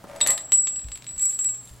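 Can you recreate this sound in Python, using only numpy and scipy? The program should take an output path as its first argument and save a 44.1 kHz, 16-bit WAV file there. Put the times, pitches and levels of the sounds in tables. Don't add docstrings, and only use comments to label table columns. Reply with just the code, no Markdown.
import sys
import numpy as np
from scipy import signal
from scipy.fft import rfft, irfft
from scipy.io import wavfile

SR = 44100
rng = np.random.default_rng(int(sys.argv[2]) if len(sys.argv) > 2 else 0)


def master_out(mix):
    frames = np.transpose(np.atleast_2d(mix))
    ceiling = np.clip(frames, -1, 1)
    pcm = np.round(ceiling * 32767).astype(np.int16)
    wavfile.write(sys.argv[1], SR, pcm)


N = 79380


def undb(db):
    return 10 ** (np.asarray(db) / 20)


def age(start):
    return np.maximum(np.arange(N) / SR - start, 0)


def fade(start, t60):
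    return (age(start) > 0) * np.exp(-np.log(1000) * age(start) / t60)


def curve(rows):
    return undb(np.interp(age(0), *np.array(rows).T))


def colour(x, points, size=2048):
    hz, db = np.array(points).T
    bins_hz = np.maximum(np.fft.rfftfreq(size, 1 / SR), 1)
    shape_db = np.interp(np.log(bins_hz), np.log(hz), db)
    cepstrum = irfft(np.log(undb(shape_db)))
    cepstrum[1:size // 2] *= 2
    cepstrum[size // 2 + 1:] = 0
    impulse = irfft(np.exp(rfft(cepstrum)))
    return signal.fftconvolve(x, impulse / np.linalg.norm(impulse))[:N]


def grains(per_s, spread_db):
    clicks = (rng.random(N) < per_s / SR) * rng.standard_normal(N)
    clicks *= undb(spread_db * np.minimum(rng.exponential(size=N), 2))
    return clicks / np.sqrt(np.mean(clicks ** 2))


def bursts(rows, t60, snap=8):
    out, t = np.zeros(N), np.arange(SR // 20) / SR
    for start, db in rows:
        burst = rng.standard_normal(len(t)) * np.exp(-np.log(1000) * t / t60)
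        burst[0] = snap
        at = int(start * SR)
        out[at:at + len(t)] += undb(db) * burst[:N - at]
    return out


def struck(modes, hits):
    return sum(undb(db + hit_db) * fade(start, t60) * np.sin(2 * np.pi * hz * age(start))
               for hz, db, t60 in modes for start, hit_db in hits)


# frequency in Hz, relative level in dB.
AIR_COLOUR = [(25, -7.5), (60, -2.5), (130, -1), (250, -4.5), (500, -11), (1000, -12), (2000, -17),
              (4000, -19.5), (8000, -21.5), (12000, -28), (16000, -24)]
# time in seconds, level in dB.
HUM_LEVEL = [(0, -56), (.45, -56.5), (.65, -61.5), (.9, -61.5), (1.05, -51), (1.38, -66), (1.5, -50),
             (1.65, -53), (1.8, -48)]


def workshop_air(noise_db=-54, width=.36, hum_hz=120.7):
    mid, side = (colour(rng.standard_normal(N), AIR_COLOUR) for _ in range(2))
    hum = curve(HUM_LEVEL) * np.sin(2 * np.pi * hum_hz * age(0))
    return undb(noise_db) * (mid + width * side * np.array([[1], [-1]])) + hum


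# time in seconds, relative level in dB.
SCRAPE_LEVEL = [(0, -17.5), (.06, -18), (.1, -6.5), (.19, -8.5), (.26, -4), (.3, 0.5), (.325, -4),
                (.35, -13), (.45, -17), (.8, -32)]
# frequency in Hz, relative level in dB.
SCRAPE_TONE = [(40, -41), (170, -2), (400, -16), (600, 13), (1100, 3), (2500, -6.5), (4000, -13.5),
               (6500, -15.5), (10000, -15.5), (16000, -38)]
# frequency in Hz, relative level in dB, t60 in seconds.
RIM_MODES = [(560, -1, 0.13), (643, -8, 0.31), (721, -16, 0.6), (830, -13.5, 0.36), (1048, -5.5, 0.17),
             (1237, -10.5, 0.3), (1828, -1, 0.1), (1900, 3.5, 0.13), (2020, 0, 0.18)]


def axle_scrape(scrape_db=-37, rim_db=-38, soften_hz=610):
    rub = grains(per_s=2500, spread_db=1.5) * curve(SCRAPE_LEVEL)
    rim = signal.lfilter(*signal.butter(2, soften_hz, fs=SR), struck(RIM_MODES, [(0, 0)]))
    singing = signal.fftconvolve(rub, rim / np.linalg.norm(rim))[:N]
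    return undb(rim_db) * singing + undb(scrape_db) * colour(rub, SCRAPE_TONE)


# frequency in Hz, relative level in dB.
NUDGE_COLOUR = [(60, -10), (250, 9.5), (700, -4.5), (1300, -6), (2200, -28), (6000, -29), (16000, -31)]


def nudge(db=-33):
    return undb(db) * colour(rng.standard_normal(N) * fade(start=.039, t60=.055), NUDGE_COLOUR)


# start in seconds, relative levels in dB of knock, crack, lower mode
# and upper mode, t60 of the lower mode in seconds, depth of tumbling from 0 to 1.
PART_CONTACTS = [(.162, -38, -45, -61, -50, 0.54, 0.1), (.2117, -19, -26, -25, -10.5, 0.27, 0.17),
                 (.264, -19, -36, -25, -33, 0.12, 0), (.273, -22.5, -16, -16.5, -14, 0.13, 0.56),
                 (.2855, -25.5, -41, -17, -14.5, 0.85, 0), (.3052, -23, -16.5, -15, -17, 0.37, 0),
                 (.3785, -25.5, -29.5, -31, -30.5, 1.15, 1), (.5205, -22, -21.5, -15, -9, 1.07, 0.71),
                 (0.6724, -24.5, -36, -21, -23, 1, 0.59), (.76, -37.5, -41, -25, -23, 0.49, .4),
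                 (.918, -33.5, -48, -35, -31.5, 1.7, 0.1), (.957, -36.5, -42.5, -43, -49, 0.58, 0),
                 (1.067, -37.5, -60, -38.5, -28.5, 1.03, 0.55), (1.1785, -41, -38.5, -23, -28, 0.98, 0.37),
                 (1.196, -36, -32, -23.5, -18.5, .8, 0.7), (1.2205, -39, -28, -20, -15.5, 0.58, 0),
                 (1.255, -37, -25, -22.5, -14.5, 0.37, 0), (1.2924, -45, -32, -17, -24, 0.24, 0),
                 (1.3264, -42.5, -41, -27.5, -21.5, 0.47, 0.7), (1.39, -34, -30, -17, -26, .4, 0.08),
                 (1.4105, -39.5, -36, -19, -22.5, 0.39, 0), (1.4435, -38, -31, -24, -15, 0.72, 0.56),
                 (1.4885, -38.5, -37.5, -18, -24.5, 0.48, 0.34)]


def part_ringing(db=.5, contact_s=.002):
    out = np.zeros(N)
    ends = [row[0] for row in PART_CONTACTS[1:]] + [N / SR]
    mode_hz, decay_shares, nulls_per_s = (7498, 7827), (1, .68), (21.66, 18.8)
    for mode, (hz, share, rate) in enumerate(zip(mode_hz, decay_shares, nulls_per_s)):
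        sway = .17 * np.interp(age(0), np.linspace(0, N / SR, 50), rng.standard_normal(50))
        for (start, _, _, *mode_db, t60, tumble), end in zip(PART_CONTACTS, ends):
            t = age(start)
            held = (1 - np.exp(-t / contact_s)) * np.exp(-age(end) / contact_s)
            facing = 1 - tumble * (1 - np.abs(np.sin(np.pi * (rate * t + sway))))
            tone = np.sin(2 * np.pi * (hz * t + rng.random() + tumble * sway))
            out += undb(mode_db[mode] + db) * held * facing * fade(start, t60 * share) * tone
    return out


# start in seconds, relative levels in dB of knock and crack.
GRIT_TICKS = [(0.2057, -27.5, -55), (0.3207, -29.5, -39), (0.3326, -36, -50), (.794, -40, -64),
              (0.816, -46, -56), (0.844, -44, -64), (0.873, -53, -58), (0.886, -39, -54),
              (0.9747, -38.5, -43), (1.0228, -39.5, -59), (1.0435, -39.5, -54), (1.0919, -39.5, -62),
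              (1.11, -44, -63), (1.1633, -44, -53), (1.231, -39, -29), (1.24, -44, -33), (1.308, -44, -39),
              (1.3461, -43, -39), (1.4478, -36.5, -31), (1.5035, -47, -37), (1.5465, -44.5, -52),
              (1.6536, -54, -44), (1.6746, -55, -49), (1.693, -44.5, -59)]
# frequency in Hz, relative level in dB.
KNOCK_COLOUR = [(100, -29), (300, -13), (900, -9), (1500, -4.5), (2100, -1.5), (2550, 0.5), (3050, -2),
                (3950, 3.5), (4800, -3.5), (6000, -5.5), (8500, -0.5), (16000, -39.5)]
CRACK_COLOUR = [(100, -76), (4000, -18), (7000, 7), (9000, 7.5), (10500, 4), (12500, -0.5), (14000, -11.5),
                (16000, -14)]


def touches(knock_db=-3, crack_db=-1):
    rows = PART_CONTACTS + GRIT_TICKS
    knock = undb(knock_db) * bursts([(start, db) for start, db, *_ in rows], t60=.019)
    crack = undb(crack_db) * bursts([(start, db) for start, _, db, *_ in rows], t60=.024)
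    return colour(knock, KNOCK_COLOUR) + colour(crack, CRACK_COLOUR)


# frequency in Hz, relative level in dB, t60 in seconds.
HUB_MODES = [(3570, -26, 0.041), (3740, -17, 0.033), (4000, -44, 0.13), (4020, -24, 0.039),
             (12400, -39, 0.039)]
# start in seconds, relative level in dB.
HUB_BLOWS = [(0.2135, 1), (1.674, -30)]
RIM_BLOWS = [(0.2049, -40.5), (0.2644, -35), (0.2855, -37.5), (.299, -33.5), (.379, -47)]


def wheel_blows():
    return struck(HUB_MODES, HUB_BLOWS) + struck(RIM_MODES, RIM_BLOWS)


# start in seconds, relative level in dB.
FLOOR_HITS = [(.5208, -24.5), (.672, -30)]
# frequency in Hz, relative level in dB.
FLOOR_COLOUR = [(80, -25), (250, -3), (500, -9), (1050, -0.5), (1500, -2.5), (2500, -3), (3300, -5.5),
                (4800, -24), (6000, 2.5), (8000, -8.5), (16000, -50)]


def landings():
    return colour(bursts(FLOOR_HITS, t60=.014), FLOOR_COLOUR)


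# start in seconds, level in dB, pitch in Hz, t60 in seconds.
TYRE_BUMPS = [(.73, -52, 63, 0.67), (0.841, -29.5, 54.8, 0.24), (1.134, -44.5, 67, 0.28),
              (1.167, -32.5, 61, 0.063), (1.708, -37.5, 58, 0.14)]


def tyre(rise_s=.0048, rumble=.65):
    rubber_colour = [(20, -1), (45, -9), (100, -3), (200, -17), (600, -59), (3000, -71)]
    rough = rumble * colour(rng.standard_normal(N), rubber_colour)
    out = np.zeros(N)
    for start, db, hz, t60 in TYRE_BUMPS:
        envelope = undb(db) * fade(start, t60) * (1 - np.exp(-age(start) / rise_s))
        out += envelope * (np.sin(2 * np.pi * hz * age(start)) + rough)
    return out


# time in seconds, level in dB.
SKID_LEVEL = [(1.17, -86), (1.21, -42.5), (1.24, -59), (1.3, -43.5), (1.36, -53), (1.42, -65), (1.46, -53),
              (1.53, -53.5), (1.6, -62), (1.67, -54), (1.8, -64)]


def skid(dull_db=-8):
    drag = grains(per_s=1100, spread_db=1) * curve(SKID_LEVEL)
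    return colour(drag, CRACK_COLOUR) + undb(dull_db) * colour(drag, KNOCK_COLOUR)


def room(x, width=.65):
    def tail(start, t60, db):
        noise = rng.standard_normal((2, N)) * fade(start, t60)
        return undb(db) * noise / np.linalg.norm(noise, axis=1, keepdims=True)
    echoes = tail(start=.0012, t60=.04, db=-13) + tail(start=.006, t60=.21, db=-9)
    mid, side = signal.fftconvolve(x[None], echoes, axes=1)[:, :N]
    return mid + width * side * np.array([[1], [-1]])


def scene(left_db=.3, ring_send=.4):
    ring = part_ringing()
    clatter = touches() + landings() + axle_scrape() + nudge() + wheel_blows() + skid() + tyre()
    pan = undb(np.array([[left_db], [-left_db]]) / 2)
    return (ring + clatter) * pan + room(clatter + ring_send * ring) + workshop_air()


def record(dry):
    return signal.sosfilt(signal.ellip(8, .2, 70, 16000, fs=SR, output="sos"), dry)


dry = scene()
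out = record(dry)
master_out(out)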